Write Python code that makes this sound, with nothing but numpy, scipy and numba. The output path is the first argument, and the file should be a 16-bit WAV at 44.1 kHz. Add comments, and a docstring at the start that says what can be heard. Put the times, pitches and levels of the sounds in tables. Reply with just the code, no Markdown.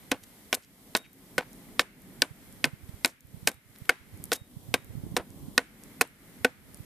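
"""Chopping wood in a forest

A hatchet chops an upright wooden stave a few metres from a small camera. Each blow adds fading tones for
the wood and shaped noise for the cut, and the ground sends back a duller copy.
More noise bursts make tearing fibres and ticking chips; sine tones make the ringing steel head, a whirring
chip and the jolted ground; noise echoes come off the trunks. Filtered noise makes the forest background,
which dips after most blows, and the wind, strongest at the right port. Gain control tames the peaks.
"""
import sys
import numpy as np
from scipy import signal
from scipy.io import wavfile
from scipy.ndimage import uniform_filter1d
from numba import njit

SR = 44100
rng = np.random.default_rng(int(sys.argv[2]) if len(sys.argv) > 2 else 0)


def pcm_store(signal):
    """Save signal as 16-bit PCM."""
    levels = np.round(np.clip(np.atleast_2d(signal), -1, 1) * 32767)
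    wavfile.write(sys.argv[1], SR, levels.astype(np.int16).T)


N = 302068

# All levels are set before the camera's gain control.
# Hatchet blows: start_s, knock_db, knock_hz, then levels relative to the knock: boom_db, thud_db, clack_db,
# crack_db, splinter_db, ground_echo_db; then ring_factor (times the ring time), background_dip_db
BLOWS = [(0.1161, -12, 2730, -11.5, -7, -40, -7.5, -38, -14, 0.76, 1),
         (0.5278, -12.5, 1481, -20, -17, -1.5, -8, -13.5, -17, 0.79, 7.5),
         (0.9502, -13.5, 1850, -31, -38, 3.5, -5.5, -19, -16.5, 0.89, 7.5),
         (1.3805, -12, 1590, -20.5, -6, -23, -13, -16, -6.5, 0.78, -0.2),
         (1.794, -6, 1490, -36, -17, 1.5, -37.5, -17.5, -14, 0.75, 6),
         (2.2196, -5, 1913, -24, -16, 8.5, -9, -27.5, -12.5, 0.61, 0.5),
         (2.6419, -8, 2177, -17, -17.5, 0.5, -10, -28.5, -17, 0.97, 3),
         (3.047, -7, 2513, -22, -21.5, 6, -9, -21, -12.5, 0.75, 12.5),
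         (3.473, -6.5, 2470, -29, -22, -4, -4.5, -19, -10.5, 1, 9.5),
         (3.893, -4, 1736, -31.5, -12.5, -6, -19, -18, 0, 0.61, 3.5),
         (4.3177, -11, 1480, -16.5, -6, 1.5, -11, -22.5, -7.5, 0.5, 5.5),
         (4.7405, -7.5, 1516, -18, -12, 5, -14.5, -13, -7.5, 0.57, 1.5),
         (5.1658, -13.5, 1498, -15, -5.5, 0, -6.5, -26.5, -4.5, 0.79, 0.8),
         (5.5784, -3, 1491, -18.5, -14, 4.5, -12.5, -29, -8.5, 0.61, 2),
         (6.0111, -5, 2260, -25.5, -10, -9, -8, -47, -2.5, 0.52, 4.5),
         (6.4465, -7, 1630, -15, -9.5, -7.5, -13, -20, -6, 0.83, 4)]
# Tearing fibres: centre_s, level_db, length_s, pitch_hz
TEARS = [(0.118, -16, 0.0042, 4860), (0.167, -41, 0.0037, 2000), (0.238, -42, 0.008, 7000),
         (0.636, -52, 0.018, 5000), (3.757, -46.5, 0.0065, 2500), (0.537, -32, 0.0047, 4000),
         (.548, -20.5, 0.0092, 8100), (0.967, -19.5, 0.0065, 7540), (0.974, -17.5, 0.0021, 8250),
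         (0.984, -38, 0.01, 6040), (1.428, -31, 0.0091, 875), (1.807, -21.5, 0.014, 4000),
         (2.653, -20, 0.0048, 6000), (2.892, -42.5, 0.0041, 2010), (3.059, -12.5, 0.0027, 9300),
         (3.083, -40.5, 0.04, 5970), (3.485, -21, 0.012, 8000), (3.517, -32, 0.0016, 7070),
         (3.856, -46.5, 0.0053, 2520), (4.333, -12.5, 0.0055, 6930), (4.337, -29, 0.018, 6050),
         (4.358, -29.5, 0.013, 8000), (5.172, -22, 0.0071, 6000), (5.198, -15, 0.029, 400),
         (6.016, -17, 0.0059, 8000)]
# The louder ticks of chips and splinters: start_s, level_db, pitch_hz
TICKS = [(1.1313, -38, 12600), (1.531, -31.5, 11900), (2.019, -37, 13200), (2.362, -40.5, 13000),
         (2.5256, -33.5, 9160), (2.893, -41.5, 11570), (3.207, -34, 12300), (3.5433, -33, 12700),
         (3.76, -40, 12200), (3.786, -37, 11900), (3.856, -43.5, 11800), (4.175, -38, 10900),
         (4.24, -18, 10250), (4.255, -29.5, 11980), (4.8458, -31, 11700), (5.304, -34, 9340),
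         (5.8366, -29.5, 8930), (6.075, -35, 11370), (6.7451, -29.5, 8900), (6.772, -41, 12200)]
# Tones of the wooden stave, before each blow varies them: pitch_hz, relative_level_db, t60_s (time to fall 60 dB)
STAVE_MODES = [(190, -5.5, 0.051), (262.8, 12.5, 0.1), (316, -8.5, 0.065), (423, -6, .035), (495, 7.5, 0.1),
               (620, -9, 0.059), (720, 2.5, 0.065), (958, -11.5, 0.15), (1281, -17, 0.01),
               (1520, -2.5, 0.064), (1750, -6, 0.033), (1820, -5.5, 0.031), (2210, -10, 0.068),
               (2499, 7, 0.015), (2670, 1, 0.0096), (3020, -6, 0.0048), (3707, 3.5, 0.0099),
               (3840, -4.5, 0.018), (4838, 0, 0.017), (5480, 7.5, 0.0073)]
# Tones of the steel head: pitch_hz, t60_s
STEEL_MODES = [(3768, 0.27), (9190, 0.11)]
# Bands of the sharp crack: pitch_hz, width_hz, relative_level_db
CRACK_BANDS = [(6610, 1500, -61.5), (8484, 890, -1), (13200, 22000, 3)]
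# Ringing of the head after some blows: start_s, low_tone_db, high_tone_db
HEAD_RINGS = [(0.953, -39.5, -63.5), (1.384, -61, -64), (3.478, -51.5, -43.5), (3.897, -52, -70.5),
              (4.335, -42.5, -42), (4.744, -49, -74.5), (5.17, -62.5, -41)]
# Echoes from the trunks: pitch_hz, t60_s, relative_level_db
TRUNK_ECHOES = [(1530, 0.4, -38.5), (2160, 0.5, -42), (3950, 0.033, -38), (9100, 0.2, -38.5)]
# Wind buffeting the ports, before the dips: time_s, level_db
WIND_LEVEL = [(0, -56.5), (.5, -69), (1.1, -64), (1.5, -62), (1.9, -58.5), (2.3, -59.5), (2.75, -51.5),
              (3.1, -60), (3.4, -50.5), (3.65, -66), (4.2, -49.5), (4.45, -59), (4.75, -48.5), (5.08, -43),
              (5.25, -57.5), (5.45, -46.5), (5.8, -63), (6.25, -59.5), (6.6, -51.5), (6.85, -56)]
# The stronger eddies hitting the right port: centre_s, level_db, length_s, pitch_hz
THUMPS = [(2.314, -28.5, 0.01, 119), (2.672, -28, 0.027, 147), (2.737, -24, 0.0071, 133),
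          (2.895, -27, 0.0054, 124), (2.943, -31.5, 0.0088, 85), (3.346, -30.5, 0.0058, 135),
          (3.376, -32.5, 0.0075, 101), (3.432, -31, 0.0046, 133), (3.822, -29.5, 0.0065, 119),
          (4.145, -35, 0.023, 98), (4.202, -35, 0.0055, 128.6), (4.244, -35.5, 0.0092, 149),
          (4.418, -30, 0.0081, 119), (4.571, -28, 0.0084, 142.4), (4.69, -32.5, 0.0088, 140),
          (4.955, -22, 0.0034, 128), (4.98, -27, 0.0195, 134), (5.038, -21.5, 0.0045, 168),
          (5.067, -21.5, 0.0025, 185), (5.12, -30, 0.01, 154), (5.144, -25, 0.0044, 185),
          (5.203, -32.5, 0.014, 87), (5.441, -34.5, 0.031, 138), (5.486, -25.5, 0.0048, 198),
          (6.806, -27.5, 0.0067, 129)]
# Tone colour of the background, before its layers are levelled: pitch_hz, relative_level_db (per Hz)
AIR_COLOUR = [(18, -40), (30, 16), (70, -1), (236, 14), (405, -4.5), (449, -6), (1590, -19), (1950, -11.5),
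              (2460, -24.5), (3620, -44), (4940, -36), (5470, -53), (6550, -42.5), (12800, -35.5),
              (14200, -37)]
# Slow swell of the background, before the dips: time_s, drone_db, leaves_db
SWELL = [(0, -59.5, -63), (.45, -59.5, -65.5), (.9, -57, -66.5), (1.5, -52.5, -64.5), (2.1, -51, -62.5),
         (2.4, -56, -63), (2.9, -57.5, -63.5), (3.4, -60, -66), (3.8, -58.5, -63), (4.2, -53.5, -62),
         (4.6, -55, -71), (4.85, -56.5, -62.5), (5.15, -49, -68), (5.55, -50.5, -70.5), (5.8, -52.5, -61.5),
         (6.3, -55, -61.5), (6.85, -57, -63)]
# Borders between drone, wind in the trees, leaf wash and hiss: pitch_hz
LAYER_EDGES_HZ = [330, 1200, 3000]
# How much of each dip is used by drone, wind in the trees, leaf wash, hiss, buffeting: share (no unit)
DIP_SHARES = [0.63, 1.05, .7, 0.88, 0.7]

CRUNCH_DB = -26  # every blow crushes the cut about equally loudly
ECHO_S = 0.0027  # the ground sends back a duller copy of the knock after this time
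FAINT_TICKS, LOWEST_FAINT_TICK_DB, FAINT_TICK_HZ = 10, -50, 12000  # scattered at random
WHIRR_S, WHIRR_LENGTH_S, WHIRR_DB, WHIRR_FROM_HZ, WHIRR_TO_HZ = 1.03, .04, -52, 3050, 2100
JOLT_DB, JOLT_HZ, JOLT_T60_S = -41, 89, .05
# Typical faint eddy; its level is counted from the WIND_LEVEL table
FAINT_EDDIES, FAINT_EDDY_DB, FAINT_EDDY_S, FAINT_EDDY_HZ = 60, 12.5, 0.013, 115
# Wind in the trees when the drone is at -56 dB, and its rise in dB per dB of drone
TREES_DB, TREES_FOLLOW = -62.5, 0.42
HISS_DB = -57  # before the dips
DIP_DEEPEST_S, DIP_SHARPNESS = 0.14, 3.3  # time from blow to lowest background; a higher sharpness is narrower
FIRST_CUT_HZ, TOP_HZ = 14200, 16700  # corner of the first, partial treble cut; corner of the full one


def undb(db):
    """Turn decibels into a gain."""
    return 10 ** (np.asarray(db) / 20)


def band(x, hz, width):
    """Let a band of pitches through, with gain 1 at its centre."""
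    return signal.lfilter(*signal.iirpeak(min(hz, .45 * SR), hz / width, fs=SR), x)


def unit(x):
    """Scale to an average (rms) level of 1."""
    return x / np.sqrt(np.mean(x ** 2))


def fade(t, t60):
    """Die away smoothly, falling 60 dB in t60 seconds."""
    return 1000. ** (-t / t60)


def add(out, s, x):
    """Mix a sound in at time s."""
    k = int(s * SR)
    out[..., k:k + len(x)] += x[:N - k]


def curve(table):
    """Gain that follows a table of times and decibels."""
    return undb(np.interp(np.arange(N) / SR, *np.transpose(table)))


def walk(rate):
    """Random levels, held for 1 / rate seconds and smoothed twice."""
    k = int(SR / rate)
    steps = np.repeat(rng.standard_normal(2000)[:N // k + 1], k)
    return 1.3 * uniform_filter1d(uniform_filter1d(steps, k), k)[:N]


@njit
def follow(x, attack, release):
    """Track loudness, with separate speeds for rising and sinking."""
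    y, e = np.empty(len(x)), 0.
    for i in range(len(x)):
        e += (x[i] - e) * (attack if x[i] > e else release)
        y[i] = e
    return y


def stave(t, knock_hz, boom_db, thud_db, clack_db, ring):
    """The struck stave rings in many fading tones at once."""
    hz, db, t60 = np.transpose(STAVE_MODES)[:, :, None]
    level_chance, pitch_chance = rng.standard_normal((2, len(STAVE_MODES), 1))
    # The struck spot favours tones near its own pitch
    knock_db = -6 * np.abs(np.log2(hz / knock_hz))
    group_db = np.select([hz < 370, hz < 1100, hz > 3000], [boom_db, thud_db, clack_db], knock_db)
    db = db + group_db + 1.5 * level_chance
    turn = 2 * np.pi * hz * (1 + 0.021 * pitch_chance) * t
    wood = undb(db) * np.sin(turn) * fade(t, t60 * ring)
    # The edge pushes for a moment, so slow tones bloom late
    wood *= 1 - np.exp(-t * hz / 0.34)
    return wood.sum(axis=0)


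def crush(t, noise):
    """The wedge crushes on into the cut: jerky noise rings through the lower stave tones."""
    jerks = np.repeat(rng.standard_normal(len(t) // 100 + 1), 100)[:len(t)]
    jolts = band(noise * undb(4 * jerks), 1000, 3000)
    crunch = np.zeros(len(t))
    for hz, _, t60 in STAVE_MODES:
        if hz < 3000:
            crunch += 0.21 * unit(band(jolts, hz, 14 / t60)) * fade(t, 0.08 * (hz / 1000) ** -0.35)
    return crunch


def blow(crunch_db, knock_hz, boom_db, thud_db, clack_db, crack_db, splinter_db, echo_db, ring):
    """One chop: the stave rings, the grain gives way noisily and the ground sends back a duller copy."""
    t = np.arange(SR // 4) / SR
    wood = stave(t, knock_hz, boom_db, thud_db, clack_db, ring)
    noise = rng.standard_normal((4, len(t)))
    bite = unit(band(band(noise[0], knock_hz, 1100), 1900, 1700))
    bite = undb(-0.5) * bite * fade(t, 0.014 * ring)
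    crack = sum(undb(db) * unit(band(noise[1], hz, width)) for hz, width, db in CRACK_BANDS)
    crack = undb(crack_db) * crack * fade(t, 0.0099)
    splinters = undb(splinter_db) * unit(band(noise[2], 6800, 11000)) * fade(t, 0.035)
    crunch = undb(crunch_db) * crush(t, noise[3])
    direct = undb(-7.5) * wood + bite + crack
    direct *= np.minimum(t / 0.00085, 1)  # the edge takes a moment to bite
    lag = int(ECHO_S * SR)
    dull = signal.lfilter(*signal.butter(1, 5000, fs=SR), direct)
    ground_echo = undb(echo_db) * np.r_[np.zeros(lag), dull[:-lag]]
    return direct + splinters + crunch + ground_echo


def tears():
    """Fibres snap unevenly: short swells of spiky noise."""
    out, t = np.zeros(N), np.arange(SR // 10) / SR - .05
    for s, db, length, hz in TEARS:
        snaps = rng.standard_normal(len(t)) * undb(4.32 * rng.exponential(size=len(t)) - 10.5)
        snaps *= np.exp(-2 * (t / length) ** 2)
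        add(out, s + t[0], undb(db) * band(band(snaps, hz, 1.8 * hz), hz, 2.2 * hz))
    return out


def ticks():
    """Chips and splinters tick: tiny bright bursts of noise, some at random times."""
    out, t = np.zeros(N), np.arange(SR // 10) / SR
    faint = [(u * (N / SR - .1), LOWEST_FAINT_TICK_DB + 6 * v, FAINT_TICK_HZ)
             for u, v in rng.random((FAINT_TICKS, 2))]
    for s, db, hz in TICKS + faint:
        burst = rng.standard_normal(len(t)) * fade(t, 0.0047)
        add(out, s, undb(db) * band(band(burst, hz, 0.48 * hz), hz, 1.1 * hz))
    return out


def chopping():
    """The hatchet work: blows together with tearing fibres and ticking chips."""
    out = np.zeros(N)
    for s, db, *how, _ in BLOWS:
        # The crunch is set against the knock, so its own level stays put
        add(out, s, undb(db) * blow(CRUNCH_DB - db, *how))
    return out + tears() + ticks()


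def steel():
    """The hatchet head sings thinly in two fading tones."""
    out, t = np.zeros(N), np.arange(SR // 2) / SR
    for s, *mode_db in HEAD_RINGS:
        for db, (hz, t60) in zip(mode_db, STEEL_MODES):
            add(out, s, undb(db) * np.sin(2 * np.pi * hz * t) * fade(t, t60))
    return out


def whirr():
    """A flung chip spins past: a rough whistle sliding down."""
    out, u = np.zeros(N), np.linspace(0, 1, int(WHIRR_LENGTH_S * SR))
    hz = WHIRR_FROM_HZ + (WHIRR_TO_HZ - WHIRR_FROM_HZ) * u
    turn = 2 * np.pi * np.cumsum(hz) / SR
    rough = 1 + 1.1 * unit(band(rng.standard_normal(len(u)), 200, 300))
    swell = np.sin(np.pi * u ** 1.7)
    add(out, WHIRR_S, undb(WHIRR_DB) * swell * rough * np.sin(turn))
    return out


def ground():
    """Each blow shakes the ground under the stave: a short low thump."""
    out, t = np.zeros(N), np.arange(SR // 4) / SR
    for s, *_ in BLOWS:
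        add(out, s, undb(JOLT_DB) * np.sin(2 * np.pi * JOLT_HZ * t) * fade(t, JOLT_T60_S))
    return out


def ports(x):
    """A reflection off the camera body reaches the two ports unequally, more so in the treble."""
    body = signal.lfilter(*signal.butter(1, 1500, "high", fs=SR), np.roll(x, 60))
    treble = signal.lfilter(*signal.butter(2, 9000, "high", fs=SR), np.roll(x, 23))
    return x + (undb(-15) * body + undb(-10.5) * treble) * np.array([[1], [-1]])


def trunks(x):
    """Trees scatter the sound: each band's power returns as fading noise, unrelated at the two ports."""
    t, out = np.arange(SR // 2) / SR, 0
    for hz, t60, db in TRUNK_ECHOES:
        # Half the time, because the square root below slows the fade again
        spread = fade(t, t60 / 2) * np.minimum(t / 0.0085, 1)
        power = signal.fftconvolve(band(x, hz, .7 * hz) ** 2, spread)[:N]
        wash = band(rng.standard_normal((2, N)), hz, .3 * hz)
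        out = out + undb(db) * np.sqrt(np.abs(power)) * wash
    return out


def dip_db():
    """After most blows the background sinks for a moment and returns, by each blow's own amount."""
    blows = np.array(BLOWS)
    # Worked out once per 64 samples
    after = np.maximum(np.arange(0, N, 64) / SR - blows[:, :1], 0) / DIP_DEEPEST_S
    dips = blows[:, -1:] * (after * np.exp(1 - after)) ** DIP_SHARPNESS
    return -np.repeat(dips.sum(axis=0), 64)[:N]


def eddies():
    """Eddies thump on a port: short low swells, the stronger at set times and faint ones at random."""
    thumps, t = np.zeros(N), np.arange(SR // 10) / SR - .05
    when = .05 + rng.random(FAINT_EDDIES) * (N / SR - .1)
    faint = []
    for s, (u, v, w) in zip(when, rng.standard_normal((FAINT_EDDIES, 3))):
        db = np.interp(s, *np.transpose(WIND_LEVEL)) + FAINT_EDDY_DB + 3 * u
        faint.append((s, db, FAINT_EDDY_S * 1.5 ** v, FAINT_EDDY_HZ * 1.25 ** w))
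    for s, db, length, hz in THUMPS + faint:
        turn = 2 * np.pi * (hz * t + rng.random())
        add(thumps, s - .05, undb(db) * np.sin(turn) * np.exp(-2.4 * (t / length) ** 2))
    return thumps


def wind():
    """Moving air rumbles on both ports as uneven low noise, and its eddies thump on the right one."""
    rumble = []
    for db in (-4, 0):  # left, right
        gusty = rng.standard_normal(N) * undb(1.4 * walk(51))
        rumble.append(undb(db) * unit(band(band(gusty, 90, 130), 99, 280)))
    buffet = curve(WIND_LEVEL) * undb(DIP_SHARES[-1] * dip_db()) * np.array(rumble)
    thumps = eddies()
    # The left port feels each eddy late and weakly
    return buffet + np.array([0.2 * np.roll(thumps, 120), thumps])


def air():
    """Background noise in third-octave bands: drone, wind in the trees, leaf wash and hiss."""
    layers = [0, 0, 0, 0]
    hz_at, db_at = np.transpose(AIR_COLOUR)
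    for hz in 40 * 2 ** np.arange(0, 8.6, 1 / 3):
        mid, side = band(band(rng.standard_normal((2, N)), hz, hz / 3), hz, hz / 3)
        # Higher bands differ more between left and right
        width = np.clip(0.038 + hz / 2500, 0, 1)
        both = mid + width * side * np.array([[1], [-1]])
        colour_db = np.interp(np.log(hz), np.log(hz_at), db_at)
        layers[np.searchsorted(LAYER_EDGES_HZ, hz)] += undb(colour_db) * both
    s, drone_db, leaves_db = np.transpose(SWELL)
    trees_db = TREES_DB + TREES_FOLLOW * (drone_db + 56)
    levels = [drone_db, trees_db, leaves_db, HISS_DB + 0 * s]
    dip, out = dip_db(), 0
    for layer, db, share in zip(layers, levels, DIP_SHARES):
        out = out + unit(layer) * curve(np.c_[s, db]) * undb(share * dip)
    return out


def scene():
    """Everything heard at the two ports."""
    chop = chopping()
    near = ports(chop + steel() + whirr() + ground())
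    return near + trunks(chop) + air() + wind()


def record(dry):
    """Gain control turns loud moments down and creeps back, peaks are rounded off, the top is cut."""
    # Speeds come from times in seconds: rise, then fall
    loud = follow(np.abs(dry).max(axis=0), 1 / (0.0074 * SR), 1 / (.12 * SR))
    loud = follow(loud, 1 / (0.016 * SR), 1 / (0.013 * SR))
    x = dry * np.minimum(1, (undb(-32) / (loud + 1e-9)) ** 0.53)
    x = x / (1 + (x / .52) ** 4) ** .25  # peaks cannot pass 0.52 here
    x = signal.sosfilt(signal.ellip(7, .3, 32, FIRST_CUT_HZ, fs=SR, output="sos"), x)
    return signal.sosfilt(signal.ellip(10, .2, 80, TOP_HZ, fs=SR, output="sos"), x)


dry = scene()
out = record(dry)
pcm_store(out)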